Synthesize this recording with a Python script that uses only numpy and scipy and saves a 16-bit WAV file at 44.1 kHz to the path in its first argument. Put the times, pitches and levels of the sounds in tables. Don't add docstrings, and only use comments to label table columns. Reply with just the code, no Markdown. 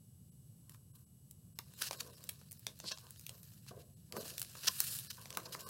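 import sys
import numpy as np
from scipy import signal
from scipy.fft import rfft, irfft, dct, next_fast_len
from scipy.io import wavfile
from scipy.ndimage import uniform_filter1d, map_coordinates

SR = 44100
rng = np.random.default_rng(int(sys.argv[2]) if len(sys.argv) > 2 else 0)


def output_pcm(signal):
    pcm = np.clip(np.atleast_2d(signal).T, -1, 1) * 32767
    wavfile.write(sys.argv[1], SR, np.round(pcm).astype(np.int16))


def gain_from_decibels(decibels):
    exponent = np.asarray(decibels, float) / 20
    return 10 ** exponent


N = 251105
TOP_HZ = 15950

# f/Hz, density/dB per Hz
AIR_COLOUR = [(20, -77), (30, -47), (56, -18), (75, -9), (125, -1.5), (200, -10.5), (270, -23),
              (400, -29.5), (1000, -43.5), (2000, -51), (3500, -44.5), (8000, -39), (12000, -36),
              (16000, -41.5)]
# f/Hz, level/dB rms
WHINES = [(2907, -92), (8000, -80), (8683, -90), (10191, -94), (10907, -80), (11590, -85), (13098, -90)]
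# f/Hz, t60/s
ROOM_DECAY = [(300, 0.18), (2000, 0.15), (6000, 0.17), (14000, 0.15)]
# f/Hz, width/Hz, level/dB
SHEET_MODES = [
    [(186, 66, 0.5), (370, 105, 1.5), (492, 110, 4.5), (701, 76, -0.5)],
    [(1006, 118, 1.5), (1177, 150, -1), (1540, 49, -0.5)],
]
# loudest t/s, low level/dB, upper re low level/dB, rise/ms, fall/ms
FLEXES = [(.75, -82.5, 10.5, 150, 59), (.96, -82.5, 6.5, 64, 110), (1.83, -72, 7, 80, 150),
          (2.11, -59.5, -6, 470, 62), (2.22, -70.5, -4.5, 250, 430), (2.843, -49, -7, 11, 63),
          (2.918, -49, 3, 12, 26), (3.05, -66.5, 4.5, 70, 98), (4.176, -41, -4.5, 36, 55),
          (4.4, -85, -4, 270, 220), (5.184, -67, 11, 8, 60), (5.34, -61, 2, 98, 43),
          (5.52, -58, -8.5, 280, 95), (5.672, -53.5, 2.5, 133, 37)]
# t/s, low level/dB, upper re low level/dB, fall/ms to 20 dB down
THUMPS = [(1.594, -55.5, 4, 16), (1.913, -56, 1.5, 25), (1.932, -62, 4, 60), (2.292, -69, -1, 74),
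          (2.671, -54, -9, 65), (3.304, -62.5, -3.5, 149), (3.71, -48, -7.5, 60), (3.768, -52.5, -19, 109),
          (4.125, -50, -14, 300), (4.553, -56, 3, 23), (4.571, -56.5, 2.5, 32), (4.681, -55, 6.5, 38),
          (4.8, -59, -2.5, 48), (4.89, -70, -9, 450), (5.374, -37, 3.5, 16), (5.385, -54, -7, 66),
          (5.457, -56, 7, 37), (5.551, -47.5, -6, 29)]
# f/Hz, density/dB per Hz
POCKET_COLOUR = [(880, -59), (1500, -26), (3610, -6.5), (3890, -6), (4310, 3), (6570, -13), (7920, -10),
                 (11600, -22), (14000, -45)]
# f/Hz, density/dB per Hz
RASP_COLOUR = [(350, -29.5), (600, -20.5), (1740, -1), (2060, -11), (2770, 1), (3440, -3.5), (4130, 4),
               (4600, 2), (5070, 2.5), (6370, -3.5), (8000, -13.5), (10400, -48), (17600, -120)]
# f/Hz, density/dB per Hz
HISS_COLOUR = [(4000, -47), (7000, -13), (8500, -9.5), (12000, -6.5), (15800, -12.5), (17000, -6.5)]
# t/s, pressure level/dB
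GLIDE_PRESSURE = [(1.55, -81.5), (1.75, -66.5), (1.85, -59.5), (1.94, -60.5), (2.13, -64.5), (2.45, -74),
                  (3.03, -67.5), (3.42, -70.5), (3.85, -82), (4.12, -80), (4.172, -54.5), (4.4, -61),
                  (4.5, -63.5), (4.64, -55), (4.7, -52), (5.09, -62.5), (5.52, -65), (5.694, -56)]
# start t/s, length/ms, level/dB, hiss re rasp level/dB, sag/dB over the length
DRAGS = [
    (.7, 60, -75, 10, 1),
    (1.786, 26, -61, 9, -2),
    (1.829, 58, -42.5, -0.5, 6.5),
    (2.672, 45, -71, -1, -2),
    (5.103, 11.7, -46, -3, 0.5),
    (5.456, 13, -52, -8, 1),
    (5.524, 23, -49, 2.2, 0),
]
# loudest t/s, level/dB, hiss re rasp level/dB, rise/ms, fall/ms to 20 dB down
SCRAPES = [(.956, -77, 12, 12, 12), (1.0, -78.5, 14, 68, 60), (1.822, -33, 1.5, 10, 6.5),
           (1.913, -46.5, -12, 5.1, 0), (1.935, -56, 0, 11, 40), (2.008, -40, 3, 11, 6),
           (2.015, -56, -6, 34, 33), (2.919, -33, -14, 11, 11.5), (3.688, -57, -1, 28, 38),
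           (3.812, -64, 0, 46, 24), (4.268, -53.5, 5, 29, 62), (4.648, -43.5, -8, 22, 22),
           (4.685, -21.5, -6, 12.3, 3), (4.9, -48, 9, 250, 156)]
# t/s, middle peak level/dB, body peak level/dB, edge peak level/dB
LIFT_FLIPS = [(.6949, -47, -56.5, -42.5), (.7196, -56, -68, -51), (.7455, -55, -54, -52),
              (1.3104, -53, -69, -38), (1.5881, -31, -45, -29), (1.7374, -57, -55, -45),
              (1.79, -41.5, -61, -50), (1.82, -37, -42, -32), (1.9099, -29, -31.5, -36),
              (1.9299, -33, -42, -45), (1.9372, -41, -54, -49), (1.9473, -52, -51, -54),
              (2.1806, -53, -68, -57), (2.207, -54, -62, -50), (2.2395, -41.5, -57, -39),
              (2.2905, -35, -65, -26.5), (2.2934, -27.5, -50, -28), (2.4139, -51, -52.5, -57)]
# t/s, middle peak level/dB, body peak level/dB, edge peak level/dB
CURL_FLIPS = [(2.5108, -45, -64, -33), (2.5176, -47.5, -66, -35), (2.527, -55, -62, -35.5),
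              (2.5932, -55, -62, -38.5), (2.6464, -61, -77, -52), (2.6666, -22.5, -39, -31.5),
              (2.7897, -59, -72, -40.5), (2.8005, -34, -46.5, -47), (2.841, -49, -42, -49),
              (2.974, -39.5, -51, -60), (2.9839, -43, -54, -56), (3.067, -48, -54, -61),
              (3.1064, -49, -67, -34.5), (3.16, -47.5, -63, -62), (3.1947, -42, -61, -38),
              (3.2104, -55, -73, -44), (3.2649, -35, -63, -30.5), (3.2924, -32, -50.5, -35),
              (3.3793, -55, -74, -52), (3.4305, -52, -65, -40.5), (3.518, -55, -66, -58),
              (3.664, -58, -53.5, -51)]
# t/s, middle peak level/dB, body peak level/dB, edge peak level/dB
LAY_FLIPS = [(4.1233, -33, -43, -36), (4.1663, -45, -35, -36), (4.255, -47, -48, -43),
             (4.28, -42, -59, -40), (4.3038, -39, -57, -43), (4.3803, -30.5, -51, -27.5),
             (4.3958, -42, -65, -25), (4.4031, -54, -72, -33), (4.4164, -28.5, -52, -22),
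             (4.4278, -37, -53, -29), (4.4473, -42, -74, -43), (4.5532, -44, -53, -50),
             (4.6341, -36, -51, -45), (4.6453, -48, -43, -35), (4.6577, -33, -49, -37),
             (4.6708, -29, -37, -23), (4.8031, -22.5, -35.5, -13.5), (4.9879, -36, -63, -29.5),
             (4.996, -53, -68, -31), (5.0476, -46.5, -63, -36), (5.2135, -60, -71, -49),
             (5.2566, -36.5, -46, -55), (5.3046, -32.5, -57, -43), (5.3268, -39, -56, -53),
             (5.3503, -40, -56, -51), (5.3718, -23, -26, -23), (5.4012, -44, -46, -49),
             (5.5489, -37, -32, -45), (5.598, -46, -62, -58), (5.6885, -44, -59, -34)]
# rise/ms, fall/ms
FLIP_SHAPES = [
    (0.35, 1.8),
    (1.47, 0.79),
    (0.36, 1.46),
]
# t/s, length/ms, kept lines above local rms level/dB, share removed
THINNINGS = [(.308, 26, 8, .85), (.926, 26, 8, .85), (1.055, 24, 8, .85), (1.546, 26, 8, .85),
             (1.76, 50, 8, .75), (1.974, 44, 6, .75), (2.122, 36, 8, .85), (2.162, 40, 7, .75),
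             (2.503, 30, 8, .85), (2.587, 30, 6, .8), (2.937, 48, 4, .85), (3.187, 30, 6, .85),
             (3.955, 36, 8, .85), (4.191, 46, 7, .8), (5.089, 36, 7.5, .97), (5.652, 66, 7.5, .99)]


def unit(x):
    return x / np.sqrt(np.mean(x ** 2) + 1e-20)


def along(points, hz):
    f, v = np.transpose(points)
    return np.interp(np.log(hz + 1), np.log(f + 1), v)


def curves(rows):
    s, *cols = np.transpose(rows)
    s = np.r_[s[0] - .008, s, s[-1] + .008]
    t = np.arange(N) / SR
    return np.array([np.interp(t, s, np.r_[-130, c, -130]) for c in cols], dtype=np.float32)


def swells(rows, power):
    out = np.zeros((2, N))
    for s, db, other_db, rise, fall in rows:
        first = max(round((s - rise / 300) * SR), 0)
        last = min(round((s + fall / 300) * SR), N)
        at = np.arange(first, last)
        ms = (at / SR - s) * 1000
        drop_db = 20 * np.abs(ms / np.where(ms < 0, rise, fall)) ** power
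        out[:, at] += gain_from_decibels(np.c_[[db, db + other_db]] - drop_db)
    return out


def wobble(rate):
    coarse = np.arange(0, N + 8, 8)
    knots = rng.standard_normal(int(N * rate / SR) + 4)
    return np.interp(np.arange(N), coarse, map_coordinates(knots, [coarse * rate / SR]))


def filtered(x, response):
    m = next_fast_len(N + SR // 2)
    return irfft(rfft(x, m) * response(np.fft.rfftfreq(m, 1 / SR)), m)[..., :N]


def band(x, lo_hz, hi_hz):
    sos = signal.butter(2, [lo_hz, min(hi_hz, SR / 2.1)], "band", fs=SR, output="sos")
    return signal.sosfilt(sos, x)


def coloured(x, spectrum):
    return unit(filtered(x, lambda hz: gain_from_decibels(along(spectrum, hz))))


def patchy(x, depth_db):
    z = signal.stft(x, nperseg=256)[2]
    field = uniform_filter1d(rng.standard_normal(z.shape), size=9, axis=0)
    field = uniform_filter1d(field, size=9, axis=1)
    return signal.istft(z * gain_from_decibels(depth_db * unit(field)), nperseg=256)[1][:N]


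def air():
    t, drift = np.arange(N) / SR, wobble(3.8)
    level = gain_from_decibels(-59 - 1.1 + .8 * wobble(3))
    noise = level * coloured(rng.standard_normal(N), AIR_COLOUR)
    whines = sum(gain_from_decibels(db + 3) * np.sin(2 * np.pi * hz * t + 0.27 * drift) for hz, db in WHINES)
    return noise + whines


def room(x):
    out, step = np.zeros(N + SR), SR // 3
    for i in range(0, N, step):
        hz, t, z = signal.stft(rng.standard_normal(step), SR, nperseg=128)
        decay = gain_from_decibels(-60 * t / along(ROOM_DECAY, hz)[:, None])
        tail = signal.istft(z * decay, SR, nperseg=128)[1]
        wet = signal.fftconvolve(x[i:i + step], tail / np.linalg.norm(tail))
        out[i + 60:][:len(wet)] += wet
    return out[:N]


def whisk():
    brush = swells([(3.4, -67.5, 0, 330, 300)], power=2.3)[0]
    return brush * unit(band(patchy(rng.standard_normal(N), depth_db=1.0), 12000, 14800))


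def ring(modes):
    def response(f):
        total = 0
        for k, (centre, width, db) in enumerate(modes):
            damping = 1j * f * width
            total = total + (-1) ** k * gain_from_decibels(db) * damping / (centre * centre - f * f + damping)
        return total
    return response


def bend():
    push = rng.standard_normal(N) * gain_from_decibels(2.6 * wobble(150))
    buckles = [(s, db, upper_db, 3, fall) for s, db, upper_db, fall in THUMPS]
    moves = swells(FLEXES + buckles, power=0.85)
    out = np.zeros(N)
    for gain, modes in zip(moves, SHEET_MODES):
        out += gain * unit(band(filtered(push, ring(modes)), 110, 2700))
    return out


def pinch():
    grip = swells([(2.886, -38.5, 0, 44, 29)], power=0.94)[0]
    grains = rng.standard_normal(N) * gain_from_decibels(2.2 * wobble(610))
    return grip * coloured(grains, POCKET_COLOUR)


def friction(rasp, hiss, grit_db, slips):
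    rub = rng.standard_normal(N) * gain_from_decibels(grit_db * wobble(slips) + 2.5 * wobble(slips / 10))
    ticks = 4 * rng.standard_normal(N) * (rng.random(N) < 80 / SR)
    rub = patchy(rub + ticks, depth_db=1.6)
    return rasp * coloured(rub, RASP_COLOUR) + hiss * coloured(rub, HISS_COLOUR)


def slide():
    pressure = gain_from_decibels(curves(GLIDE_PRESSURE)[0])
    gloss = gain_from_decibels(4.5)
    return friction(pressure, gloss * pressure, grit_db=2.5, slips=550)


def drags():
    catch_ms, release_ms = 4.3, 4.6
    out = np.zeros((2, N))
    for s, ms, db, edge_db, sag_db in DRAGS:
        end_db = db - sag_db
        steps = [(s - catch_ms / 1000, db - 20), (s, db),
                 (s + ms / 1000, end_db), (s + (ms + release_ms) / 1000, end_db - 20)]
        out += gain_from_decibels(curves([(at, level, level + edge_db) for at, level in steps]))
    return out


def scrapes():
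    rasp, hiss = swells(SCRAPES, power=1.42) + drags()
    return friction(rasp, hiss, grit_db=1.0, slips=1000)


def peak_band(burst, lo_hz, hi_hz):
    v = band(band(burst, lo_hz / 1.96, hi_hz * 1.96), lo_hz, hi_hz)
    return v / np.abs(v).max(axis=1, keepdims=True)


def snaps():
    rows = []
    for table, shape in zip((LIFT_FLIPS, CURL_FLIPS, LAY_FLIPS), FLIP_SHAPES):
        rows += [(*row, *shape) for row in table]
    s, db, body_db, edge_db, rise, fall = np.transpose(rows)[..., None]
    z = rng.standard_normal((len(rows), 2, 1024))
    ms = np.arange(1024) / SR * 1000 - rise
    attack = np.exp(-1.2 * (ms / np.clip(rise, .45, 5)) ** 2)
    decay = np.exp(-.8 * (ms / np.clip(fall, .4, 5)) ** 2)
    rattle = 0.092 * np.exp(-np.abs(ms) / 4)
    crackle = z[:, 0] * gain_from_decibels(2.6 * z[:, 1]) * np.where(ms < 0, attack, decay + rattle)
    click = 2.25 * (np.abs(ms) < 600 / SR) * z[:, 1, :1]
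    burst = crackle + click
    sound = gain_from_decibels(db) * peak_band(burst, 1800, 7500)
    sound -= gain_from_decibels(body_db) * peak_band(burst, 400, 1500)
    sound -= gain_from_decibels(edge_db) * peak_band(burst, 8000, 17500)
    at = np.round(s * SR).astype(int) + np.arange(1024)
    return np.bincount(at.ravel(), sound.ravel(), N + SR)[:N] * gain_from_decibels(-1.0)


def scene():
    cracks = snaps()
    rubs = scrapes() + pinch() + slide() + gain_from_decibels(-2.0) * bend() + whisk()
    bed = rubs + room(gain_from_decibels(-10.5) * cracks + gain_from_decibels(-19.5) * rubs) + air()
    mono = filtered(cracks, lambda hz: np.where(hz < TOP_HZ, 1, gain_from_decibels(-30)))
    mono = mono + filtered(bed, lambda hz: hz < TOP_HZ)
    return np.array([mono, mono])


def thinned(x):
    out = x.copy()
    for s, ms, keep_db, share in THINNINGS:
        n, start = round(ms * SR / 1000), round((s - ms / 2000) * SR)
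        fade = np.sin(np.pi * np.arange(n) / n) ** .7
        lines = dct(x[:, start:start + n] * fade, norm="ortho")
        local = np.sqrt(np.abs(uniform_filter1d(lines ** 2, size=401)))
        high = np.arange(n) * SR / 2 / n > 600
        weak = (np.abs(lines) < gain_from_decibels(keep_db) * local) & high
        removed = lines * np.where(weak, share, -.4 * high)
        out[:, start:start + n] -= fade * dct(removed, 3, norm="ortho")
    return out


def band_limit(x):
    return signal.sosfilt(signal.butter(12, 16950, fs=SR, output="sos"), x)


def record(dry):
    mix = thinned(dry)
    return band_limit(mix)


dry = scene()
out = record(dry)
output_pcm(out)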